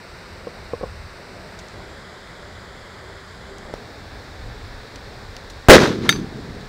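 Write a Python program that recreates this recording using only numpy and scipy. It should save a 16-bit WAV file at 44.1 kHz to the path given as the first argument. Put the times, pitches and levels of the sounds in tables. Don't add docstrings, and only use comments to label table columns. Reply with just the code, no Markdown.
import sys
import numpy as np
from scipy import signal
from scipy.fft import rfft, irfft, next_fast_len
from scipy.io import wavfile
from scipy.ndimage import uniform_filter1d

SR = 44100
rng = np.random.default_rng(int(sys.argv[2]) if len(sys.argv) > 2 else 0)


def magnitude_from_level(level_db):
    exponent = np.asarray(level_db, float) / 20
    return 10 ** exponent


def store_pcm(level_fs):
    pcm = np.round(np.clip(level_fs, -1, 1) * 32767).astype(np.int16)
    wavfile.write(sys.argv[1], SR, np.atleast_2d(pcm).T)


N = 294588

CUT_S, BANG_S = 3.738, 5.6855
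# (frequency [Hz], density [dB per Hz])
LOW_AIR = [
    [(15, -36), (25, -3), (86, 0), (124, -4), (190, -2.5), (305, -9.5), (393, -1.5), (419, -5.5), (575, -4.5), (1100, -13), (1430, -41), (2420, -120)],
    [(15, -44), (25, -3.5), (113, -7.5), (152, -16), (325, -17.5), (363, -21), (399, -14.5), (673, -19.5), (801, -19), (985, -24), (1100, -30), (1430, -52), (2420, -120)],
]


def unit_rms(x):
    return x / np.sqrt(np.mean(x ** 2))


def noise(points, lo_hz, hi_hz, grain=1., size=next_fast_len(N)):
    f = np.maximum(np.arange(size // 2 + 1) * SR / size, 1)
    hz, db = np.transpose(points)
    colour = magnitude_from_level(np.interp(np.log(f), np.log(hz), db))
    edges = (1 + (lo_hz / f) ** 8) * (1 + (f / hi_hz) ** 8)
    white = grain * rng.standard_normal(min(size, N))
    return unit_rms(irfft(rfft(white, size) * colour / np.sqrt(edges), size)[:N])


def walk(rate):
    k = int(SR / rate)
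    held = np.repeat(rng.standard_normal(N // k + 1), k)
    return 1.3 * uniform_filter1d(uniform_filter1d(held, k), k)[:N]


def add(out, s, x):
    i = int(s * SR)
    out[i:i + len(x)] += x[:N - i]


def decay(t, t60):
    return np.exp(-np.log(1000) * t / t60)


def ring(hz, t60, rise_s=0.00045):
    t = np.arange(2 ** 14) / SR
    return np.sin(2 * np.pi * hz * t) * decay(t, t60) * (1 - np.exp(-t / rise_s))


def burst(hz, t60, width):
    colour = [(hz / 8, -24 / width), (hz / 1.4, 0), (hz * 1.4, 0), (hz * 8, -36 / width)]
    puff = noise(colour, 200, 15000, size=2 ** 14)
    return puff * decay(np.arange(len(puff)) / SR, t60) / 2


def river():
    # (frequency [Hz], density [dB per Hz])
    aims = [
        [(530, -31), (900, -1), (1050, -6), (1160, -5), (1440, -4.5), (2240, -8), (3250, -19.5), (3840, -12), (4710, -13), (5770, -19), (6590, -28), (8070, -23), (10600, -37), (15100, -35), (15800, -41)],
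        [(530, -32), (900, -0.5), (1700, -1.5), (1890, -2.5), (2060, -2.5), (2350, -10), (2710, -17.5), (3410, -8), (4280, -11.5), (4940, -10.5), (5910, -22.5), (7420, -18), (8680, -26), (11000, -33), (15100, -37.5), (15800, -35)],
        [(530, -30), (900, -1), (1400, -3), (1700, -1), (2350, -8), (3020, -15.5), (3700, -7), (4500, -9), (5400, -13.5), (6200, -21), (7500, -21), (8800, -25.5), (10500, -33.5), (15800, -32)],
    ]
    t = np.arange(N) / SR
    smoke, water, second = (noise(colour, 970, 19000) for colour in aims)
    turn = np.interp(t, (1.3, 2.2), (0, np.pi / 2))
    hiss = np.where(t < CUT_S, np.cos(turn) * smoke + np.sin(turn) * water, second)
    return magnitude_from_level(0.17 * walk(6.1) - 43.5) * hiss


def wind():
    # (time [s], level [dB])
    gusts = [(0, -44), (.3, -47.5), (.96, -40), (1.35, -46), (2.7, -45), (3.45, -44.5), (4.1, -43.5),
             (4.45, -39), (5.15, -43), (5.5, -41), (6.68, -40.5)]
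    t = np.arange(N) / SR
    wind_db = np.interp(t, *np.transpose(gusts))
    shots = [magnitude_from_level(2.2 * walk(16) + wind_db) * noise(colour, 13, 121) for colour in LOW_AIR]
    return np.where(t < CUT_S, *shots)


def hum():
    levels_db = (-43, -42.5)
    shots = [magnitude_from_level(1.0 * walk(7.4) + db) * noise(colour, 126, 1010) for colour, db in zip(LOW_AIR, levels_db)]
    return np.where(np.arange(N) / SR < CUT_S, *shots)


def knocks():
    # (time [s], peak [dB], pitch [Hz], t60 [s])
    taps = [(0.4703, -21.5, 500, 0.052), (.570, -32, 695, 0.029), (0.731, -27, 400, 0.0086),
            (0.7344, -15, 491, 0.047), (.811, -22.5, 505, 0.039), (.828, -26, 395, 0.022),
            (0.8326, -17, 501, 0.03), (.838, -16, 492, 0.03), (.856, -38, 500, .05),
            (.868, -40, 523, 0.031), (3.697, -30, 557, 0.029), (3.739, -10, 576, 0.0078)]
    # (pitch ratio [1], level [dB], t60 ratio [1])
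    case = [(0.97, 4.5, 0.78), (0.432, -12.5, 1.04), (0.685, -8.5, 0.66), (1.4, -13.5, 1.3),
            (2.15, -11.5, 1.24)]
    out = np.zeros(N)
    for s, db, hz, t60 in taps:
        modes = sum(magnitude_from_level(mode_db) * ring(hz * r, t60 * k, 0.0006) for r, mode_db, k in case)
        add(out, s, -magnitude_from_level(db) * modes)
    return out


def snaps():
    # (time [s], peak [dB], centre [Hz], tail t60 [s],
    # breadth [1])
    cracks = [(1.4745, -40, 5500, .03, .5), (1.5898, -30.5, 5860, 0.065, .4), (1.6851, -32, 4640, .025, .4),
              (2.2727, -30, 3600, 0.038, 0.22), (3.5838, -30, 5470, 0.022, 0.41),
              (3.7399, -28.5, 4020, 0.031, 0.68), (4.9586, -25, 3960, 0.041, 0.75),
              (5.366, -19.5, 4140, 0.024, 0.45), (5.4996, -32.5, 5000, 0.076, 0.74),
              (6.6104, -32, 4100, .022, .4), (6.6544, -39, 2570, 0.024, 0.44)]
    out = np.zeros(N)
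    for s, db, hz, t60, width in cracks:
        click = burst(hz, 0.0069, width)
        tail_db = -12.5 + 150 * t60
        add(out, s, magnitude_from_level(db) * (click + magnitude_from_level(tail_db) * burst(hz * 0.84, t60, width)))
    return out


def drone():
    hz, width_hz = 393, 3
    t = np.arange(N) / SR
    tone = noise([(20, 0), (20000, 0)], hz, hz)
    tone = signal.lfilter(*signal.iirpeak(hz, hz / width_hz, fs=SR), tone)
    return magnitude_from_level(-55) * unit_rms(tone) * np.interp(t, (2.1, 2.5), (0, 1)) * (t < CUT_S)


def shock_front():
    # (delay [ms], strength [dB over full scale], push [ms], sign [1])
    shocks = [(0, -2, .12, -1), (.2, 6, .15, 1), (.4, 14, .5, -1), (.9, 32, 2.1, 1), (4.0, 24, .75, 1),
              (9.4, 22, 1.2, 1)]
    out = np.zeros(N)
    for ms, db, push, sign in shocks:
        u = np.arange(SR // 20) / SR * 1000 / push
        add(out, BANG_S + ms / 1000, sign * magnitude_from_level(db) * (1 - u) * np.exp(-u))
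    return out


def belts(t, db, loss_db, ratio, slow):
    # (arrival [s], level [dB], rise [s], hold [s], t60 [s])
    land = [
        (5.686, 0, .002, .066, .085),
        (5.718, -13.5, 0.024, .085, .4),
        (5.991, -24, 0.044, .035, .6),
        (6.32, -41, .04, .05, .8),
    ]
    power = 0
    for s, belt_db, rise, hold, t60 in land:
        swell = np.clip((t - s) / (rise * slow), 0, 1)
        fade_db = 60 * np.maximum(t - s - rise - hold, 0) / (t60 * ratio)
        power = power + (swell * magnitude_from_level(db + belt_db - loss_db * (s - BANG_S) - fade_db)) ** 2
    return np.sqrt(power)


def land_roar():
    edges_hz = (60, 220, 560, 2800, 15500)
    # (frequency [Hz], density [dB per Hz])
    near_colour = [(40, -17), (130, -3), (260, 0), (400, 1), (520, -1), (650, -10), (850, -15), (1300, -13),
                   (2100, -16.5), (2900, -25), (3800, -21.5), (6300, -30), (9000, -43), (15500, -53)]
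    # (frequency [Hz], density [dB per Hz])
    far_colour = [(40, -20), (130, -0.5), (200, 0), (330, -2), (430, -3.5), (560, -18), (850, -17),
                  (1300, -15.5), (2100, -20.5), (2900, -26.5), (3800, -23), (6300, -35), (9000, -47.5),
                  (15500, -58)]
    # (level [dB], loss [dB per s of path], t60 ratio [1], overload share [1], rise ratio [1])
    bands = [
        (-9.5, -22, 2.2, .5, 1.0),
        (-1.5, -2, 1.5, 1.05, 1.0),
        (-2.5, 21, .9, 1.3, 1.75),
        (-9.5, 20, 1.05, .5, 1.2),
    ]
    lumps_db = (1, 1.8, 2.5, 1.8)
    out, t = np.zeros(N), np.arange(N) / SR
    after = t - BANG_S - .013
    strong_db = 16.5 * np.exp(-(after / .022) ** 2)
    onset = np.clip(after / .004 + 1, 0, 1) ** 2
    lumps = walk(300)
    away = np.interp(t, (5.84, 6.02), (0, np.pi / 2))
    for lo, hi, band, lump_db in zip(edges_hz, edges_hz[1:], bands, lumps_db):
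        db, loss_db, ratio, share, slow = band
        near = noise(near_colour, lo, hi, magnitude_from_level(lump_db * lumps))
        far = noise(far_colour, lo, hi, magnitude_from_level(lump_db * lumps))
        envelope = onset * magnitude_from_level(share * strong_db) * belts(t, db, loss_db, ratio, slow)
        out += envelope * (np.cos(away) * near + np.sin(away) * far)
    return out


def echoes():
    # (time [s], peak [dB], centre [Hz], length [cycles])
    returns = [(5.782, 0, 1710, 2.8), (5.833, -3, 300, 1.2), (5.857, -8, 1510, 2.2), (5.903, -19, 170, 2.2),
               (5.914, -22, 1500, 3.5), (5.93, -17, 240, 3.5), (5.955, -17, 330, 3.5),
               (5.988, -14, 189, 1.4), (6.036, -16, 200, 3.1), (6.0627, -28, 1200, 3),
               (6.212, -19, 190, 2.5), (6.244, -21, 200, 1.4), (6.357, -26, 200, 1.9),
               (6.566, -30, 485, 4.2)]
    out = np.zeros(N)
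    for s, db, hz, cycles in returns:
        u = np.arange(int(cycles * SR / hz)) / SR
        window = np.sin(np.pi * u * hz / cycles)
        add(out, s - .5 / hz, -magnitude_from_level(db) * np.sin(2 * np.pi * hz * u) * window)
    return out


def bottle():
    # (time [s], blow [dB], ring [dB], hardness [1], neck [dB])
    falls = [
        (6.0914, 7, 1, 1.95, -6),
        (6.1262, -6, -24, 0.62, -3),
        (6.1607, -23.5, -32, .7, 5),
    ]
    # (frequency [Hz], level [dB], t60 [s])
    glass_modes = [(3690, -6, 0.061), (3820, -26, 0.14), (4640, -29, .07), (4700, -24.5, 0.21),
                   (5650, -34, .15), (6140, -20.5, 0.21), (6180, -28, 0.17), (6450, -10.5, 0.033),
                   (7850, -22, 0.028), (8400, -41, .15), (9130, -23, 0.023), (10000, -40, .15),
                   (9900, -40, 0.21), (12700, -28, .012), (13900, -46, .15), (13980, -46, .2)]
    # (frequency [Hz], level [dB], t60 [s])
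    stone_modes = [(1430, -3, 0.033), (1760, 4.5, 0.02), (2050, 7, 0.014), (2330, -12, 0.023),
                   (3250, 3, 0.014)]
    out = np.zeros(N)
    glass = sum(magnitude_from_level(db) * ring(hz, t60) for hz, db, t60 in glass_modes)
    for s, blow_db, ring_db, hard, neck_db in falls:
        clack_share = min(hard / 1.3, 1)
        clack = magnitude_from_level(neck_db) * ring(4500, 0.028)
        for hz, db, t60 in stone_modes:
            struck_hz = hz * (1 + 0.038 * rng.standard_normal())
            clack += magnitude_from_level(db) * ring(struck_hz, t60 * clack_share)
        crack = magnitude_from_level(-8.5) * burst(2300, 0.011, hard)
        rattle = magnitude_from_level(-14.5) * burst(1620, 0.033 + 0.014 * hard, hard)
        add(out, s, magnitude_from_level(blow_db) * (magnitude_from_level(-9.5) * clack + crack + rattle) + magnitude_from_level(ring_db) * glass)
    add(out, falls[0][0], magnitude_from_level(-26) * burst(2500, 0.31, 1.8))
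    return out


def scene():
    before = river() + wind() + hum() + knocks() + snaps() + drone()
    bang = shock_front() + land_roar() + echoes()
    return (before + bang + bottle())[None]


def band_limit(x):
    return signal.sosfilt(signal.butter(12, 16760, fs=SR, output="sos"), x)


def record(dry):
    flat = np.clip(dry, -.97, .97)
    top = signal.ellip(8, .1, 30, 15700, fs=SR, output="sos")
    return band_limit(signal.sosfilt(top, flat))


dry = scene()
out = record(dry)
store_pcm(out)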